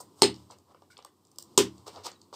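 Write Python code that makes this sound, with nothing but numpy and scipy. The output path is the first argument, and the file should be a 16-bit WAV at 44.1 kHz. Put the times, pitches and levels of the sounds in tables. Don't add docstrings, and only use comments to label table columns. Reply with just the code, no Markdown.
import sys
import numpy as np
from scipy import signal
from scipy.fft import rfft, irfft
from scipy.io import wavfile

SR = 44100
rng = np.random.default_rng(int(sys.argv[2]) if len(sys.argv) > 2 else 0)


def log_audio(samples):
    frames = np.atleast_2d(samples).T
    limited = np.clip(frames, -1, 1)
    pcm = np.round(limited * 32767).astype(np.int16)
    wavfile.write(sys.argv[1], SR, pcm)


N = 103635
T = np.arange(N) / SR


# start_s, level_db, t60_s
FIRST_FRACTURE = [(0.2201, 13.5, 0.0047), (0.2224, 12, 0.018)]
SECOND_FRACTURE = [(1.5764, 5.7, 0.021), (1.5781, 4, 0.0014), (1.5797, 5.5, 0.015)]
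# frequency_hz, gain_db
FIRST_SPECTRUM = [(600, -18.5), (1200, -11.5), (1900, -4.5), (2500, -2.5), (3200, -6), (4500, 4.5),
                  (5500, 2.5), (6500, 2.5), (7600, -0.5), (8400, 0.5), (9400, 2), (11000, -9.5),
                  (15000, -8)]
SECOND_SPECTRUM = [(600, -44.5), (1200, 7.5), (1900, 1), (3000, 9), (4500, 4), (7000, 11.5), (8300, 6),
                   (11000, 6), (15000, 1)]
# pitch_hz, level_db, t60_s
FIRST_STONE_MODES = [(4420, 0, 0.0071), (5160, -6.5, 0.012), (8760, -10.5, 0.013)]
SECOND_STONE_MODES = [(2852, -20.5, 0.013), (6480, -13, .007), (6960, -20, 0.01)]

def crack(steps, spectrum, modes, room_send_db=2.5):
    start_s = steps[0][0]
    fracture = sum(from_db(db) * burst(s, t60) for s, db, t60 in steps)
    equal_energy_pulse = signal.unit_impulse(N, int(start_s * SR)) * np.sqrt(np.sum(fracture ** 2))
    stone = ring(start_s, modes)
    reflected = reverberation(colour(equal_energy_pulse, spectrum) + stone)
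    return colour(fracture, spectrum) + stone + from_db(room_send_db) * reflected


# start_s, thud_db, knock_db, knock_pitch_ratio
TOOL_IMPACTS = [(0.2213, -1, 4, .96), (1.5782, -1, 1.5, 1.065)]
# pitch_hz, level_db, t60_s
THUD_MODES = [(250, -19, 0.027), (404.2, -11, 0.12), (505.3, -15, 0.027)]
KNOCK_MODES = [(864, -13.5, 0.01), (930.5, -14.5, .03), (1310, -14.5, 0.0073)]

def tool_thumps():
    out = 0
    for s, thud_db, knock_db, pitch_ratio in TOOL_IMPACTS:
        thud = from_db(thud_db) * ring(s, THUD_MODES)
        knock = from_db(knock_db) * ring(s, np.array(KNOCK_MODES) * [pitch_ratio, 1, 1])
        out = out + thud + knock
    return high_pass(out, hz=238)


# start_s, knock_db, click_db, click_hz, fizz_db
EDGE_TICKS = [(0.002, -19, -26, 6400, -23), (0.19, -46, -37.5, 4860, -44), (0.2152, -18, -19, 4605, -29.5),
              (0.3417, -44, -21.5, 3800, -35.5), (0.361, -48, -31.5, 4660, -44),
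              (0.5019, -25.5, -54, 4493, -52), (0.509, -29, -25, 5670, -45),
              (0.585, -39, -37.5, 5917, -35.5), (0.7458, -24.5, -43, 3640, -60),
              (0.82, -28.5, -40.5, 4560, -55), (0.9688, -35.5, -22.5, 2960, -46),
              (0.977, -38, -30.5, 6500, -37), (0.9881, -25.5, -29, 3200, -43),
              (1.0243, -30, -35, 4270, -44), (1.0475, -18.5, -26, 4100, -21.5), (1.25, -58, -37, 6200, -48),
              (1.2695, -62.5, -43, 6400, -43.5), (1.315, -63.5, -37, 6490, -35),
              (1.359, -66, -40, 6070, -35.5), (1.3845, -28.5, -16.5, 5480, -8),
              (1.4244, -50, -25.5, 5710, -19.5), (1.78, -50, -36, 5370, -43), (1.866, -22, -26, 4490, -42),
              (1.879, -18, -22, 4770, -32), (1.96, -60, -27, 4160, -59), (2.0496, -26.5, -23, 4400, -41),
              (2.066, -17.5, -15, 5300, -19.5), (2.116, -22.5, -26.5, 5480, -43),
              (2.215, -48, -30.5, 5400, -44), (2.3269, -19, -36.5, 4000, -47)]
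# low_hz, high_hz
CONTACT_BANDS = [(350, 1500), (2100, 6300), (5600, 24000)]

def edge_ticks(attack_s=.0012, band_edge_ratio=1.437):
    knocks = clicks = fizz = 0
    for s, knock_db, click_db, hz, fizz_db in EDGE_TICKS:
        knocks += from_db(knock_db) * burst(s, t60=.024, attack_s=attack_s)
        click = from_db(click_db) * burst(s, t60=.012, attack_s=attack_s)
        clicks += band(click, hz / band_edge_ratio, hz * band_edge_ratio)
        fizz += from_db(fizz_db) * burst(s, t60=.011, attack_s=attack_s)
    return band(knocks, *CONTACT_BANDS[0]) + clicks + band(fizz, *CONTACT_BANDS[2])


# peak_s, swell_s, t60_s, low_db, middle_db, high_db
RUB_STROKES = [(0.011, 0.01, 0.048, -51.5, -83, -39.5), (0.207, 0.056, 0.06, -57.5, -64.5, -54.5),
               (0.40, 0.13, 0.35, -64.5, -67.5, -64), (0.525, 0.033, 0.074, -52, -56, -57),
               (0.721, .06, 0.041, -58.5, -71, -77), (0.916, .018, 0.12, -85, -60, -57.5),
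               (1.52, 0.078, .1, -73, -74, -78), (1.80, 0.22, 0.26, -68.5, -71, -71.5),
               (1.88, 0.021, 0.078, -42.5, -47.5, -46), (1.934, 0.034, 0.6, -70, -61, -60),
               (1.971, 0.047, 0.25, -45.5, -63, -87), (2.049, 0.017, 0.043, -51.5, -44, -49),
               (2.066, .02, 0.067, -36, -38.5, -39.5), (2.342, 0.015, 0.088, -44, -47.5, -49)]

def friction(grains_per_s=3600, grain_spread_db=2):
    out = 0
    for k, edges_hz in enumerate(CONTACT_BANDS):
        grains = (rng.random(N) < grains_per_s / SR) * rng.choice([-1, 1], N)
        grains = grains * from_db(grain_spread_db * np.minimum(rng.exponential(1, N), 4))
        envelope = 0
        for peak_s, swell_s, t60, *band_db in RUB_STROKES:
            swell = np.clip(1 + (T - peak_s) / swell_s, 0, 1)
            fade = decay(np.maximum(T - peak_s, 0), t60)
            envelope += from_db(band_db[k]) * swell * fade
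        out += band(envelope * grains / grains.std(), *edges_hz)
    return out


def stone_resonance(contacts, pitch_hz=990, width_hz=110, gain_db=-1):
    radius = np.exp(-np.pi * width_hz / SR)
    numerator = np.array([1, 0, -1]) * (1 - radius ** 2) / 2
    denominator = [1, -2 * radius * np.cos(2 * np.pi * pitch_hz / SR), radius ** 2]
    return contacts + from_db(gain_db) * signal.lfilter(numerator, denominator, contacts)


# start_s, pitch_hz, level_db, t60_s
SQUEAKS_AND_TINKLES = [(0.901, 1530, -20.5, .07), (0.903, 2170, -30, 0.03), (2.127, 4490, -31.5, 0.02),
                       (2.156, 3900, -39, 0.031), (2.215, 4520, -32.5, 0.0075)]

def squeaks_and_tinkles(width_hz=230):
    return sum(from_db(db) * band(burst(s, t60), hz - width_hz / 2, hz + width_hz / 2)
               for s, hz, db, t60 in SQUEAKS_AND_TINKLES)


# pitch_hz, level_db, t60_s
ROOM_MODES = [(83, -44, 0.84), (120.5, -38, 0.62), (192, -33, 0.45), (248.8, -20.5, 0.18),
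              (299.16, -29.5, 0.37), (329, -21.5, .27), (364.7, -10, .125), (498, -22, 0.079)]

def room_boom(delay_s=.007, build_s=.0024):
    out = 0
    for s, thud_db, *_ in TOOL_IMPACTS:
        build_up = 1 - np.exp(-((T - s - delay_s) / build_s) ** 2)
        out += from_db(thud_db) * ring(s + delay_s, ROOM_MODES) * build_up
    return out


# delay_s, gain_db
EARLY_REFLECTIONS = [(.0106, -13), (.0128, -21.5), (.0205, -22)]
# frequency_hz, gain_db
TAIL_SPECTRUM = [(100, -9.5), (350, -4), (600, -4.5), (1000, -11), (2000, 8), (4000, -6), (8000, -9.5),
                 (14000, -7.5)]
# frequency_hz, t60_s
TAIL_T60 = [(100, .4), (400, .19), (1000, .19), (4000, .17), (8000, .15), (14000, .14)]

def reverberation(x, tail_delay_s=.0059, build_s=.007):
    t = T[:SR // 2] - tail_delay_s
    noise_spectrum = rfft(rng.standard_normal(len(t)))
    hz = np.fft.rfftfreq(len(t), 1 / SR)
    edges_hz = np.geomspace(60, 18000, 12)
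    tail = 0
    for low, high in zip(edges_hz, edges_hz[1:]):
        noise = irfft(noise_spectrum * (hz >= low) * (hz < high), len(t))
        envelope = np.clip(t / build_s, 0, 1) * decay(t, at_hz(TAIL_T60, np.sqrt(low * high)))
        tail += noise * unit_energy(envelope)
    treble = high_pass(x, hz=1390)
    early = sum(from_db(db) * delayed(treble, s) for s, db in EARLY_REFLECTIONS)
    return early + colour(convolve(x, tail), TAIL_SPECTRUM)


# frequency_hz, gain_db
AMBIENT_SPECTRUM = [(25, -34.5), (65, -16), (92, 10.5), (108, -2), (350, 3.5), (600, -10), (1050, -3.5),
                    (1700, -18), (5000, -20.5), (9000, -22), (15000, -19)]
# time_s, gain_db
AMBIENT_LEVEL = [(0, -44), (.45, -46.5), (.65, -51), (.9, -50.5), (1.17, -52.5), (1.35, -49.5),
                 (1.55, -42.5), (1.85, -44.5), (2.2, -47), (2.35, -49.5)]

def ambient_noise():
    envelope = from_db(np.interp(T, *np.transpose(AMBIENT_LEVEL)))
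    return envelope * colour(rng.standard_normal(N), AMBIENT_SPECTRUM)


def burst(start_s, t60, attack_s=0):
    t = T[:SR // 8]
    attack = np.clip(t / (attack_s + 1e-9), 0, 1)
    noise = rng.standard_normal(len(t)) * attack * decay(t, t60)
    return delayed(unit_energy(noise), start_s)


def ring(start_s, modes):
    t = T - start_s
    return sum(from_db(db) * decay(t, t60) * np.sin(2 * np.pi * hz * t) for hz, db, t60 in modes)


def decay(t, t60):
    return (t >= 0) * np.exp(-np.log(1000) * np.clip(t / t60, 0, 10))


def colour(x, spectrum, size=8192):
    gain = from_db(at_hz(spectrum, np.fft.rfftfreq(size, 1 / SR)))
    cepstrum = irfft(np.log(gain))
    cepstrum[1:size // 2] *= 2
    cepstrum[size // 2 + 1:] = 0
    return convolve(x, irfft(np.exp(rfft(cepstrum))))


def band(x, low_hz, high_hz):
    high_hz = min(high_hz, .45 * SR)
    sections = signal.butter(3, [low_hz, high_hz], "band", fs=SR, output="sos")
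    return signal.sosfilt(sections, x + 1e-18) * np.sqrt(SR / 2 / (high_hz - low_hz))


def high_pass(x, hz):
    return signal.sosfilt(signal.butter(2, hz, "high", fs=SR, output="sos"), x + 1e-18)


def convolve(x, response):
    return signal.fftconvolve(x, response)[:N]


def delayed(x, delay_s):
    return np.pad(x, (int(delay_s * SR), N))[:N]


def unit_energy(x):
    return x / np.sqrt(np.sum(x ** 2) + 1e-20)


def at_hz(points, hz):
    frequencies, values = np.transpose(points)
    return np.interp(np.log(np.maximum(hz, 1)), np.log(frequencies), values)


def from_db(db):
    return 10 ** (np.asarray(db) / 20)


def scene():
    cracks = crack(FIRST_FRACTURE, FIRST_SPECTRUM, FIRST_STONE_MODES)
    cracks += crack(SECOND_FRACTURE, SECOND_SPECTRUM, SECOND_STONE_MODES)
    thumps = tool_thumps()
    handling = stone_resonance(edge_ticks() + friction()) + squeaks_and_tinkles()
    reflected = reverberation(thumps + from_db(-2.5) * handling)
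    return (cracks + thumps + handling + reflected + room_boom() + ambient_noise())[None]


# frequency_hz, gain_db
MIC_RESPONSE = [(30, -17.5), (100, 0), (1200, -2.5), (1550, -13.5), (2400, -12.5), (2950, -4.5),
                (5000, 1.5), (6200, -4), (7500, -0.5), (8400, 3), (9300, -9), (10500, -13.5), (13000, -10),
                (15000, -13.5)]
CLIP_CEILING, HISS_DB, CUTOFF_HZ = .91, -79, 15500

def record(dry):
    coloured = colour(dry[0], MIC_RESPONSE)
    rounded = CLIP_CEILING * np.tanh(coloured / CLIP_CEILING)
    hiss = from_db(HISS_DB) * rng.standard_normal(N)
    low_pass = signal.ellip(10, .2, 80, CUTOFF_HZ, fs=SR, output="sos")
    return signal.sosfilt(low_pass, rounded + hiss)[None]


dry = scene()
out = record(dry)
log_audio(out)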